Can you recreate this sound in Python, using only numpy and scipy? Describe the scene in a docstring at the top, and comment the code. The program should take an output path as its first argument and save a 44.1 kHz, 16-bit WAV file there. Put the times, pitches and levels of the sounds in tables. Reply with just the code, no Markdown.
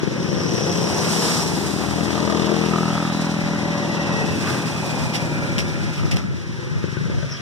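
"""On the pavement of a tree-lined road, three single-cylinder scooters pass close by, one after another,
while a slower engine beats further off. Each firing thumps the exhaust, puffs gas and rings the muffler;
the trees scatter the engines back, and tyres roar and hiss over a low drone of traffic.
The stereo microphone is carried along: wind buffets it, grit crunches underfoot, a bird chirps."""
import sys
import numpy as np
from scipy import signal
from scipy.fft import rfft, irfft, next_fast_len
from scipy.io import wavfile

SR = 44100
rng = np.random.default_rng(int(sys.argv[2]) if len(sys.argv) > 2 else 0)


def wav_record(signal):
    """Record a signal, one row per channel, as 16-bit PCM in the file named by sys.argv[1]."""
    frames = np.transpose(np.atleast_2d(signal))
    bounded = np.clip(frames, -1, 1)
    # unit amplitude maps onto the largest positive 16-bit level
    quanta = np.round(bounded * 32767).astype(np.int16)
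    wavfile.write(sys.argv[1], SR, quanta)


N = 326767
TIME, MS = np.arange(N) / SR, 1e-3
SIZE = next_fast_len(N + SR, True)
BINS = np.fft.rfftfreq(SIZE, 1 / SR)

# Top-end fizz of tyres and scuffing shoes. Each row: frequency in Hz, relative level in dB.
FIZZ = [(2000, -11.5), (5000, 4.5), (7000, -4.5), (9000, 3.5), (11000, 0), (13000, -7), (15500, -15.5)]


def first_scooter():
    """The first scooter by the microphone: a growling exhaust, with a sizzle as it nears."""
    # Engine speed. Each row: time in seconds, firings per second.
    speed = [(0, 34), (.6, 34.35), (1, 34.2), (1.5, 33.55), (1.7, 33.45), (2.2, 34), (2.7, 34.2)]
    # Engine at the microphone. Each row: time in seconds, relative level in dB.
    strength = [(0, -33), (.4, -24), (0.898, -22), (1.249, -19), (1.699, -26.5), (2.203, -29), (2.8, -47)]
    # Muffler resonances. Each row: pitch in Hz; decay, peak time, half-length in seconds; level in dB.
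    rings = [(401, 0.0066, 1.1, 0.86, -36), (500, 0.0032, 0.51, 1, -38.5), (700, 0.0046, 2.1, 0.41, -57)]
    # Pipe tones. Each row: harmonic number, peak time and half-length in seconds, level in dB.
    notes = [(14, 1.2, 0.16, -35), (5, 0.79, 0.55, -32.5), (7, 1.38, 0.14, -25), (6, 1.65, 0.23, -32),
             (16, 0.8, 0.35, -43)]
    # The sizzle. Each row: time in seconds, pitch in Hz, relative level in dB.
    sizzle = [(.2, 5530, -49.5), (.55, 5615, -38.5), (1, 5595, -41), (1.4, 5590, -38.5), (1.7, 5340, -60)]
    sound = engine(speed, strength, pass_s=1.29, pipe=1, near_s=0.38, thump_db=-4, rasp_db=-5.5,
                   gas_db=4, casing_db=-20, casing_s=0.15, uneven_db=1, leads_ms=(0.37, 0.23))
    sound += muffler(speed, rings, lead_ms=0.49, uneven_db=5.5, jitter=0.0033)
    sound += tailpipe(speed, notes, lead_ms=0.44)
    return sound + amp(1.5) * ports(whine(sizzle, waver=0.0492, fade_s=0.095, flutter_hz=445), 0.05)


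def second_scooter():
    """The second barks past and leaves a rising whirr. Returns its main sound and its close bark."""
    # Engine speed. Each row: time in seconds, firings per second.
    speed = [(0, 38.4), (1.4, 39.25), (1.6, 39.7), (2, 41.12), (2.45, 41.48), (2.7, 41.24), (3.05, 41.08),
             (3.35, 41.35), (3.65, 41.2), (4.1, 41.28), (4.6, 40.8), (5, 40.2), (6, 39.45), (6.6, 38),
             (7.4, 36.6)]
    # Engine at the microphone. Each row: time in seconds, relative level in dB.
    strength = [(0, -52), (1.4, -35), (2.398, -22.5), (3, -26), (3.9, -30), (5.5, -31), (6.6, -49)]
    # Muffler resonances. Each row: pitch in Hz; decay, peak time, half-length in seconds; level in dB.
    rings = [(348.5, 0.0079, 2.65, 0.23, -23.5), (433, 0.0089, 2.46, 0.16, -29),
             (610, 0.0033, 2.42, 0.34, -33.5), (1270, .0014, 2.24, 0.46, -32),
             (1296, 0.0039, 2.75, 0.32, -36.5)]
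    # Pipe tones. Each row: harmonic number, peak time and half-length in seconds, level in dB.
    notes = [(14, 3.8, 0.6, -41), (11, 2.61, 0.14, -38), (19, 3.2, 0.4, -52)]
    # The whirr. Each row: time in seconds, pitch in Hz, relative level in dB.
    whirr = [(2.7, 2690, -49), (2.88, 2754, -49), (3, 3580, -53), (3.2, 4010, -51), (3.6, 3840, -67),
             (4, 4000, -58)]
    # One exhaust beat from in front and from behind. Each row: frequency in Hz, relative level in dB.
    beat_ahead = [(40, -45.5), (82, -2.5), (123, -20), (165, -18), (205, 2), (247, -13.5), (290, -0.5),
                  (350, -9.5), (440, -16), (510, -32), (600, -19), (700, -15), (900, -21), (1200, -24),
                  (2000, -44), (5000, -67)]
    beat_behind = [(40, -47.5), (82, -14.5), (123, -12.5), (165, 1), (205, 1), (247, -5), (290, -7.5),
                   (340, -17.5), (430, -25), (510, -29.5), (577, -20.5), (650, -29.5), (780, -21.5),
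                   (1150, -38), (1800, -34.5), (5000, -78)]
    # Those beats at the microphone. Each row: time in seconds, level in dB.
    ahead_db = [(1.501, -30), (1.9, -24.5), (2.3, -25.5), (2.55, -30), (2.8, -39)]
    behind_db = [(2.3, -35), (2.6, -23.5), (2.85, -21), (3.3, -22), (3.8, -23), (4.3, -27.5), (4.8, -29.5),
                 (5.6, -28.5), (6.1, -31), (6.6, -51)]
    sound = engine(speed, strength, pass_s=2.94, pipe=0.95, near_s=0.3, thump_db=-4.5, rasp_db=-5,
                   gas_db=-5, casing_db=-36, casing_s=0.17, uneven_db=0.8, leads_ms=(0.35, 0.0054))
    sound -= tailpipe(speed, notes, lead_ms=0.27)
    sound += amp(1.5) * ports(whine(whirr, waver=0.0367, fade_s=0.22, flutter_hz=600), 0.05)
    close = airbox(speed)
    close += muffler(speed, rings, lead(2.79, 0.35, 0.018), uneven_db=2.8, jitter=0.00083, cut_hz=107)
    close += putter(speed, beat_ahead, ahead_db, lead_ms=0.41, uneven_db=-0.1)
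    close += putter(speed, beat_behind, behind_db, lead(2.68, 0.4, 0.0058), uneven_db=1.1 * receding(3.7))
    return sound, close


def third_scooter():
    """The third slows as it passes; its gears whine and its drive belt sings lower."""
    # Engine speed. Each row: time in seconds, firings per second.
    speed = [(2.8, 36.4), (3.2, 35.1), (3.7, 34), (4.2, 32.3), (4.7, 30.9), (5.2, 30), (6, 29.3)]
    # Engine at the microphone. Each row: time in seconds, relative level in dB.
    strength = [(2.8, -48), (3.5, -31), (4.1, -33.5), (4.55, -32), (4.8, -29.5), (5.5, -32), (6, -35)]
    # Muffler resonances. Each row: pitch in Hz; decay, peak time, half-length in seconds; level in dB.
    rings = [(429, 0.009, 4.27, 0.29, -36), (267, 0.0097, 4.96, 0.27, -33.5),
             (548, 0.0037, 5.46, 0.42, -39), (1375, 0.003, 5.52, 0.44, -46.5),
             (1280, .002, 6.08, 0.18, -44)]
    # Gear and belt tones. 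Each row: time in seconds, pitch in Hz, relative level in dB.
    gears = [(3.3, 2980, -84), (4.0, 2706, -44.5), (4.6, 2497, -44), (5.1, 2430, -40.5), (5.6, 2315, -43),
             (6.0, 2400, -49), (6.6, 2200, -73)]
    belt = [(3.2, 2030, -50), (3.7, 1956, -38.5), (4.25, 1920, -33), (4.5, 1780, -58), (5.4, 1638, -37),
            (6.4, 1600, -46), (6.9, 1640, -41), (7.4, 1550, -46)]
    sound = engine(speed, strength, pass_s=4.46, pipe=0.75, near_s=0.27, thump_db=-4, rasp_db=-7,
                   gas_db=-7, casing_db=-1, casing_s=0.041, uneven_db=0.44, leads_ms=(0.22, 0.022))
    sound += muffler(speed, rings, lead_ms=0.055, uneven_db=2.5, jitter=0.035)
    drive = amp(-0.5) * whine(gears, waver=0.0243, fade_s=0.1, flutter_hz=202)
    drive += amp(-2) * whine(belt, waver=0.01165, fade_s=0.075, flutter_hz=70)
    return sound + ports(drive, 0.3)


def slow_engine():
    """A slower engine further off. 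Returns its main sound and its direct throb."""
    # Engine speed. Each row: time in seconds, firings per second.
    speed = [(0, 23.35), (.3, 23.7), (.6, 24.1), (1.4, 25.9), (2, 25.5), (3, 25.7), (4.5, 24.2), (6, 24),
             (7.2, 23.15)]
    # Engine and throb at the microphone. Each row: time in seconds, relative level in dB.
    strength = [(0, -33), (.4, -25), (.8, -30), (1.502, -24.5), (3, -65), (4.5, -25), (5.3, -51),
                (6.5, -38.5), (7.1, -26), (7.35, -47)]
    throb_db = [(0, -22), (.4, -29), (.7, -28.5), (1.1, -34), (1.6, -57), (6.3, -55), (6.8, -37),
                (7.15, -32), (7.4, -44)]
    # Muffler resonances. Each row: pitch in Hz; decay, peak time, half-length in seconds; level in dB.
    rings = [(526, 0.0083, 0.22, 0.39, -39), (139, 0.0087, 7.08, 0.56, -27), (362, 0.0097, 6.7, 0.37, -40),
             (504, 0.0054, 6.6, .25, -45.5), (582, 0.0042, 7.17, 0.099, -39), (1240, .004, 7.2, 0.12, -43),
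             (1510, 0.0039, 7.15, 0.47, -47)]
    # One beat, facing the microphone. Each row: frequency in Hz, relative level in dB.
    beat = [(30, -51), (85, -15), (135, -1.5), (175, 0.5), (240, -12.5), (310, -6), (400, -8), (520, -14.5),
            (700, -38), (1200, -22), (4000, -58)]
    sound = engine(speed, strength, pass_s=0.41, pipe=0.885, near_s=0.6, thump_db=-4, rasp_db=-15,
                   gas_db=18, casing_db=-18, casing_s=0.082, uneven_db=0.42, leads_ms=(0.41, 0.25))
    sound += muffler(speed, rings, lead_ms=0.46, uneven_db=6, jitter=0.01)
    return sound, putter(speed, beat, throb_db, lead_ms=0.44, uneven_db=6)


def engine(speed, strength, pass_s, pipe, near_s, thump_db, rasp_db, gas_db, casing_db, casing_s,
           uneven_db, leads_ms):
    """Each firing thumps a muffler tuned by the factor pipe; rasp and clatter stand out at close range."""
    # Exhaust thump, gas rasp and engine casing. 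Each row: frequency in Hz, relative level in dB.
    thump_spectrum = [(30, -39), (55, -46), (80, -21.5), (125, -6.5), (165, -4), (205, 0.5), (250, -9.5),
                      (330, -13), (430, -21.5), (600, -53), (1000, -24.5), (2000, -47), (6000, -83)]
    rasp_spectrum = [(60, -33.5), (220, -17), (300, 5.5), (420, 8.5), (520, 0), (750, -2), (1200, -1.5),
                     (2000, -13), (5000, -20), (15000, -41)]
    casing_spectrum = [(100, -28), (600, -10), (1050, 1), (1210, 15), (1300, -8), (1400, 4.5), (1600, 0.5),
                       (2200, -11), (3200, -52), (4500, -5), (5700, -62), (8000, -35), (15000, -33)]
    turns = cycles(speed)
    pulses = firings(turns + 0.004 * wander(20), uneven_db)
    pulses *= amp(2 * receding(pass_s) * wander(26))  # paths among the trees make it waver
    gas = unit((0.3 + np.exp(-(turns % 1) / 0.35)) * rng.standard_normal(N))
    nearing = 1 / np.sqrt(1 + ((TIME - pass_s + 0.66) / near_s) ** 2)
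    since = (TIME - pass_s) / casing_s
    alongside = 1 / np.sqrt(1 + np.where(since < 0, 3 * since, since) ** 2)  # comes fast, leaves slowly
    thump = colour(pulses, [(hz * pipe, db) for hz, db in thump_spectrum])
    modes = rattle(pulses)
    rasp = colour(0.19 * unit(pulses) + modes + amp(gas_db) * gas, rasp_spectrum)
    exhaust = ports(amp(thump_db) * thump + amp(rasp_db) * nearing * rasp, lead(pass_s, *leads_ms))
    clatter = ports(amp(casing_db) * alongside * colour(modes + 0.42 * gas, casing_spectrum), 0.067)
    return level(strength, 0.39) * (exhaust + clatter * amp([[-5], [1]]))


def cycles(speed):
    """Firing cycles an engine has turned at every sample, starting a quarter cycle in."""
    return 0.25 + np.cumsum(curve(speed, 1)) / SR


def firings(turns, uneven_db, uneven_hz=20):
    """One pulse each cycle, of uneven strength."""
    fired = np.diff(np.floor(turns), prepend=0) > 0
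    return fired * amp(uneven_db * wander(uneven_hz))


def rattle(pulses, ring_s=0.0033, drift_hz=0.87):
    """The muffler's dense, short modes answer each firing; their mix drifts as the scooter moves."""
    t = np.arange(2048) / SR
    rings = rng.standard_normal((4, len(t))) * np.sqrt(t / ring_s) * np.exp(-t / ring_s)
    shares = np.array([wander(drift_hz) for _ in rings])
    shares /= np.linalg.norm(shares, axis=0)
    return unit((shares * signal.oaconvolve(pulses[None], rings, axes=1)[:, :N]).sum(0))


def muffler(speed, rings, lead_ms, uneven_db, jitter, cut_hz=60):
    """Each firing rings broad resonances, which swell and fade as the machine turns its flank."""
    pulses = firings(cycles(speed) + jitter * wander(27.6), uneven_db, uneven_hz=27)
    t = np.arange(2048) / SR
    growl = 0
    for hz, decay, peak_s, half_s, db in rings:
        ring = np.sqrt(t / decay) * np.exp(-t / decay) * np.sin(2 * np.pi * hz * t)
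        growl += amp(db) * swell(peak_s, half_s) * unit(signal.oaconvolve(pulses, ring)[:N])
    return ports(signal.lfilter(*signal.butter(2, cut_hz, "high", fs=SR), growl), lead_ms)


def putter(speed, beat, strength, lead_ms, uneven_db):
    """An exhaust heard directly: one short beat a firing, with quiet between."""
    pulses = firings(cycles(speed), uneven_db)
    return ports(level(strength, 0.2) * colour(pulses, beat), lead_ms)


def tailpipe(speed, notes, lead_ms):
    """Engine harmonics fall on resonances of the pipe and swell while it points at the microphone."""
    turns = cycles(speed)
    tones = 0
    for order, peak_s, half_s, db in notes:
        gain = amp(db - 10 * ((TIME - peak_s) / half_s) ** 2)
        tones -= gain * unit(np.sin(2 * np.pi * order * turns))
    return ports(tones * (1 + 0.22 * wander(6.3)), lead_ms)


def airbox(speed, stroke_share=0.1):
    """A short burst of intake noise at each firing rings the casing."""
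    # The bark as the scooter draws level. Each row: time in seconds, relative level in dB.
    bark_db = [(2.1, -41), (2.35, -35.5), (2.62, -57), (2.76, -30), (2.9, -42.5), (3.1, -38), (3.4, -79),
               (3.9, -41.5)]
    # Airbox resonance. Each row: frequency in Hz, relative level in dB.
    intake = [(100, -17), (600, -7), (1050, -4), (1220, 17), (1350, -1), (1600, -2), (2200, -22),
              (4000, -46), (15000, -69)]
    gulps = np.exp(-(cycles(speed) % 1) / stroke_share) * rng.standard_normal(N)
    return ports(level(bark_db, 0.1) * colour(gulps, intake), 0.053) * amp([[-5.5], [0.5]])


def whine(rows, waver, fade_s, flutter_hz):
    """A gliding tone that wavers in pitch and strength; fast flutter makes it fuzzy."""
    turns = np.cumsum(curve(rows, 1) * (1 + waver * wander(flutter_hz))) / SR
    tone = np.sin(2 * np.pi * turns) * (1 + 0.5 * wander(flutter_hz / 2))
    return level(rows, fade_s) * unit(tone)


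def tyres():
    """Tyres on rough asphalt, in four bands from roar to fizz; the tread flickers with the surface."""
    # The three lower bands. Each row: frequency in Hz, relative level in dB.
    roar_spectrum = [(100, -29), (300, -5), (530, 3.5), (750, 0.5), (950, 2.5), (1200, -11), (2500, -81)]
    rush_spectrum = [(400, -40), (780, -57), (1000, 5.5), (1300, 4.5), (1900, 1.5), (2400, 2),
                     (4000, -21.5), (9000, -50)]
    hiss_spectrum = [(500, -100), (1800, 7.5), (2700, 2), (3500, 4), (4300, 2), (5000, 2.5), (5700, 6),
                     (6600, -6.5), (8000, -15.5), (10000, -5), (15000, -48)]
    roar = noise(roar_spectrum) * tyre_gain(band=0, ahead=1.11, behind=0.99, far_db=-42.5)
    rush = noise(rush_spectrum) * tyre_gain(band=1, ahead=0.16, behind=0.12, far_db=-36)
    hiss = noise(hiss_spectrum) * tyre_gain(band=2, ahead=1, behind=0.38, far_db=-44)
    fizz = noise(FIZZ) * tyre_gain(band=3, ahead=-0.24, behind=0.48, far_db=-59, shade_db=6)
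    middle = amp(-1 + wander(23)) * roar + amp(-3 + wander(17)) * rush
    high = amp([[0.5], [-1.5]]) * hiss + amp(2.5) * fizz
    return dips() * (middle + amp(1.2 * wander(29)) * high)


def tyre_gain(band, ahead, behind, far_db, shade_db=0):
    """Tyre noise falls as 1 / distance and beams obliquely fore and aft, over a floor of far traffic."""
    # One scooter a row: time abreast and time to ride its distance from the microphone in seconds;
    # beam ahead, swish abreast and beam behind in dB; roar, rush, hiss and fizz in relative dB.
    passes = [(1.25, 0.21, 5.5, 0, 3, -30.5, -29.5, -60, -32),
              (2.79, 0.44, 5, -2.5, 0, -32, -35, -42.5, -46.5),
              (4.53, 0.4, 9.5, 4.5, 8.5, -35.5, -34.5, -46.5, -44)]
    power = amp(far_db) ** 2
    for pass_s, near_s, ahead_db, swish_db, behind_db, *bands_db in passes:
        along = (TIME - pass_s) / near_s
        closeness = 1 / (1 + along ** 2)
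        beam = 27 / 4 * (1 - closeness) ** 2 * closeness  # peaks at 1 either side of the pass
        db = bands_db[band] + beam * np.where(along < 0, ahead * ahead_db, behind * behind_db)
        db += swish_db * swell(pass_s, 0.08)
        db -= shade_db * np.maximum(pass_s - TIME, 0) ** 2  # muffled until it arrives
        power += closeness * amp(db) ** 2
    return np.sqrt(power)


def dips(fall_s=0.065):
    """Gain of the tyre noise: it dips quickly and recovers slowly."""
    # The dips. Each row: start in seconds, depth in dB, recovery in seconds.
    drops = [(1.41, 3, 0.23), (5.61, 0.5, 0.21), (6.199, 6.5, 0.8)]
    return amp(-sum(db * np.clip(age(s) / fall_s, 0, 1) * np.exp(-age(s) / recovery)
                    for s, db, recovery in drops))


def steps(grain_db=2.2, snap_s=0.0023):
    """Below the microphone, each footfall scrapes the paving and crushes grit; a few stones snap."""
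    # Grit under a shoe. Each row: start in seconds, relative level in dB, rise and decay in seconds.
    crushes = [(5.129, -28, 0.027, 0.02), (5.586, -24.5, 0.0026, 0.0098), (5.599, -34.5, .003, .011),
               (5.92, -41, 0.065, 0.03), (6.108, -27.5, 0.0087, 0.012), (6.135, -39, .003, 0.0074),
               (6.16, -37, 0.0027, 0.013)]
    # Snapping stones. Each row: start in seconds, relative level in dB.
    stones = [(3.55, -34), (5.5822, -24.5), (6.1685, -29)]
    # Crunching grit and scraping sole. Each row: frequency in Hz, relative level in dB.
    grit = [(200, -28), (1200, -48), (2000, 9.5), (2800, 8), (4200, -3), (5600, 7), (7500, -31),
            (11000, -3), (15500, -23)]
    sole = [(120, -27), (350, 12), (700, 10), (1400, -5), (2200, 11), (4000, -23), (9000, -49)]
    press = sum(amp(db) * np.clip(age(s) / rise, 0, 1) * np.exp(-age(s + rise) / decay)
                for s, db, rise, decay in crushes)
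    snaps = sum(amp(db) * (TIME > s) * np.exp(-age(s) / snap_s) for s, db in stones)
    crunch = unit(amp(grain_db * wander(370))) * (noise(grit) + amp(-1) * noise(sole))
    return (press + snaps) * (crunch + amp(-6) * noise(FIZZ))


def low_thumps(hz=175, decay_s=0.0033):
    """Soft low thumps close to the microphone, some with the footfalls, louder on the left."""
    # The thumps. Each row: start in seconds, relative level in dB.
    thumps = [(5.578, -19), (6.13, -29), (6.149, -19), (6.248, -19), (6.281, -24), (6.344, -20.5),
              (6.492, -22)]
    sound = 0
    for s, db in thumps:
        t = age(s)
        sound += amp(db) * t / decay_s * np.exp(1 - t / decay_s) * np.sin(2 * np.pi * hz * t)
    return sound * amp([[7], [0]])


def wind(breeze_db=-46.5, lumps_db=3):
    """Lumpy buffeting, different at each microphone port, swells in gusts above a light breeze."""
    # Gusts. 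Each row: peak time in seconds, relative level in dB, half-length in seconds.
    gusts = [(4.29, -37, 0.067), (5.037, -40, 0.076), (5.45, -47, 0.24), (5.91, -39.5, 0.46),
             (6.15, -27.5, 0.028), (6.3, -39, 0.19), (6.828, -35.5, 0.12), (7.165, -31.5, 0.11)]
    # Wind rumble. Each row: frequency in Hz, relative level in dB.
    buffet = [(20, -47), (45, -24), (75, -9), (110, -0.5), (170, -4.5), (260, -18), (400, -18),
              (750, -30.5), (2000, -68)]
    strength = amp(breeze_db) + sum(amp(db) * swell(s, half_s) for s, db, half_s in gusts)
    lumps = [colour(rng.standard_normal(N), buffet) * amp(lumps_db * wander(8.2)) for _ in range(2)]
    return strength * unit(np.array(lumps)) * amp([[6.3], [5.7]])


def bird():
    """A bird gives a high chirp, then a fainter, lower one."""
    # One table a call. Each row: time in seconds, pitch in Hz, relative level in dB.
    calls = [
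        [(7.285, 5600, -62), (7.31, 5390, -48), (7.324, 5690, -36), (7.333, 4950, -49), (7.345, 4700, -48)],
        [(7.34, 3190, -56), (7.37, 3270, -52), (7.41, 3190, -53)],
    ]
    chirps = sum(whine(call, waver=0.041, fade_s=0.004, flutter_hz=690) for call in calls)
    return amp(1) * ports(chirps, 0.022)


def drone():
    """Traffic drones low among the trees, all round the microphone."""
    # Its colour. Each row: frequency in Hz, relative level in dB.
    spectrum = [(25, -40), (50, -62), (80, -2.5), (130, 2), (190, 2.5), (270, -4), (340, -2), (420, -10.5),
                (650, -43), (1500, -80)]
    # Its strength. Each row: time in seconds, level in dB.
    strength = [(0, -23.5), (1.6, -26), (2.4, -28), (3, -30), (3.55, -28), (4.4, -24), (4.8, -29.5),
                (5.5, -25.5), (6.4, -34.5), (7.4, -38)]
    return amp(curve(strength, 1) + 2 * wander(66)) * noise(spectrum, lead_ms=0.14)


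def trees(x, t60=0.22, first_s=0.011, echoes_per_s=2000):
    """Trunks and leaves return a thin, scattered tail."""
    t = np.arange(SR) / SR
    taps = rng.standard_normal((2, SR)) * (rng.random((2, SR)) < echoes_per_s / SR)
    taps *= (t > first_s) * amp(-60 * t / t60)
    taps /= np.linalg.norm(taps, axis=1, keepdims=True)
    return irfft(rfft(x.mean(0), SIZE) * scatter(*rfft(taps, SIZE)), SIZE)[:, :N]


def ground_reflection(x, widths_hz=(170, 83)):
    """The reflection off the ground cancels two moving bands, so the far traffic turns hollow."""
    # One table a notch. Each row: time in seconds, centre in Hz, depth from 0 to 1.
    notches = [
        [(5.2, 780, 0), (5.6, 740, 0.13), (6.15, 760, 0), (6.35, 724, 0.7), (6.6, 680, .95), (6.9, 726, 0.8),
         (7.2, 810, 0.7), (7.4, 900, 1)],
        [(5.0, 1100, 0), (5.5, 1120, 0.9), (6.1, 1100, 0.7), (6.6, 1120, 0.3), (6.95, 1120, 0.7),
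         (7.2, 1080, .8), (7.4, 1070, 1)],
    ]
    for notch, width_hz in zip(notches, widths_hz):
        carrier = np.exp(2j * np.pi * np.cumsum(curve(notch, 1)) / SR)
        pole = np.exp(-np.pi * width_hz / SR)
        band = 2 * (carrier * signal.lfilter([1 - pole], [1, -pole], x / carrier)).real
        x = x - curve(notch, 2) * band
    return x


def ports(x, lead_ms):
    """A point source reaches the microphone's left port first."""
    return np.array([x, np.interp(TIME - lead_ms * MS, TIME, x)])


def lead(pass_s, before_ms, after_ms):
    """The left port's head start shrinks as a machine goes by."""
    return after_ms + (before_ms - after_ms) * (1 - np.tanh((TIME - pass_s) / 0.2)) / 2


def receding(pass_s, recede_s=0.79):
    """Grows from 0 to 1 as a machine rides off among the trees."""
    return np.clip(age(pass_s) / recede_s, 0, 1) ** 2


def scatter(a, b, lead_ms=0):
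    """Two unrelated spectra become a port pair that is alike in the bass."""
    # Scattered sound at the two ports. Each row: frequency in Hz, likeness from 0 to 1.
    likeness = [(50, 0.99), (200, 0.95), (450, 0.69), (900, 0.37), (1600, 0), (15000, 0.1)]
    same = read(likeness, BINS)
    right = same * a + np.sqrt(1 - same ** 2) * b
    return np.array([a, right * np.exp(-2j * np.pi * BINS * lead_ms * MS)])


def noise(spectrum, lead_ms=0):
    """Coloured noise arriving from all round."""
    white = scatter(*rfft(rng.standard_normal((2, SIZE))), lead_ms)
    return unit(irfft(white * amp(read(spectrum, BINS)), SIZE)[:, :N])


def colour(x, spectrum):
    """Minimum-phase filter, output at rms 1: each pulse rings after it strikes."""
    log_gain = np.log(amp(read(spectrum, abs(np.fft.fftfreq(8192, 1 / SR)))))
    ring = np.fft.ifft(np.exp(np.conj(signal.hilbert(log_gain)))).real[:4096]
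    return unit(signal.oaconvolve(x, ring)[:N])


def wander(hz):
    """Random drift of rms 1, mostly slower than hz."""
    return unit(irfft(rfft(rng.standard_normal(SIZE)) / (1 + (BINS / hz) ** 4), SIZE)[:N])


def level(rows, fade_s):
    """Gain from a table's last column, dying away outside its times."""
    outside = np.maximum(rows[0][0] - TIME, 0) + age(rows[-1][0])
    return amp(curve(rows, -1)) * np.exp(-outside / fade_s)


def swell(peak_s, half_s):
    """A bell-shaped rise and fall."""
    return np.exp(-((TIME - peak_s) / half_s) ** 2)


def age(start_s):
    """Seconds since a start, zero before it."""
    return np.maximum(TIME - start_s, 0)


def curve(rows, column):
    """One column of a table at every sample."""
    rows = np.array(rows)
    return np.interp(TIME, rows[:, 0], rows[:, column])


def read(rows, hz, column=1):
    """Reads a table on a log-frequency axis."""
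    rows = np.array(rows)
    return np.interp(np.log(hz + 1), np.log(rows[:, 0] + 1), rows[:, column])


def amp(db):
    """Decibels to gain."""
    return 10 ** (np.asarray(db) / 20)


def unit(x):
    """Scales to rms 1."""
    return x / np.sqrt(np.mean(x ** 2) + 1e-20)


def scene():
    """Engines and bird among the trees, tyres on the road, and wind, steps and low thumps close by."""
    first = first_scooter()
    second, bark = second_scooter()
    third = third_scooter()
    slow, throb = slow_engine()
    sources = first + second + third + slow + bird()
    direct = bark + throb
    echoes = amp(-1.5) * trees(sources + amp(-15.5) * direct)  # bark and throb arrive nearly dry
    roadside = ground_reflection(sources + direct + echoes + tyres() + drone())
    return roadside + wind() + steps() + low_thumps()


def record(dry, delay_ms=0.44, edge_hz=15400):
    """The recorder widens the stereo by taking a delayed copy of each side off the other, then filters."""
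    # Widening. Each row: frequency in Hz, share of the other side taken off.
    crossfeed = [(50, 0.79), (1000, 0.84), (3400, 1), (5700, 0.3), (8000, 0.02), (15000, 0.024)]
    # Colour of the microphone ports. Each row: frequency in Hz, left gain and right gain in dB.
    port_db = [(101, 4, 2), (373, 0, -1), (1000, -2, -3.5), (2470, 1.5, 1.5), (5940, 5.5, 6), (7300, 7, 9),
               (9900, -10.5, -2), (15200, -2, -0.5)]
    delay = np.exp(-2j * np.pi * BINS * delay_ms * MS)
    heard = rfft(dry, SIZE)
    wide = heard - read(crossfeed, BINS) * delay * heard[::-1]
    wide *= amp([read(port_db, BINS, 1), read(port_db, BINS, 2)])
    low_pass = signal.firwin(511, edge_hz, window=("kaiser", 9), fs=SR)
    return signal.oaconvolve(irfft(wide, SIZE)[:, :N], low_pass[None], "same")


dry = scene()
out = record(dry)
wav_record(out)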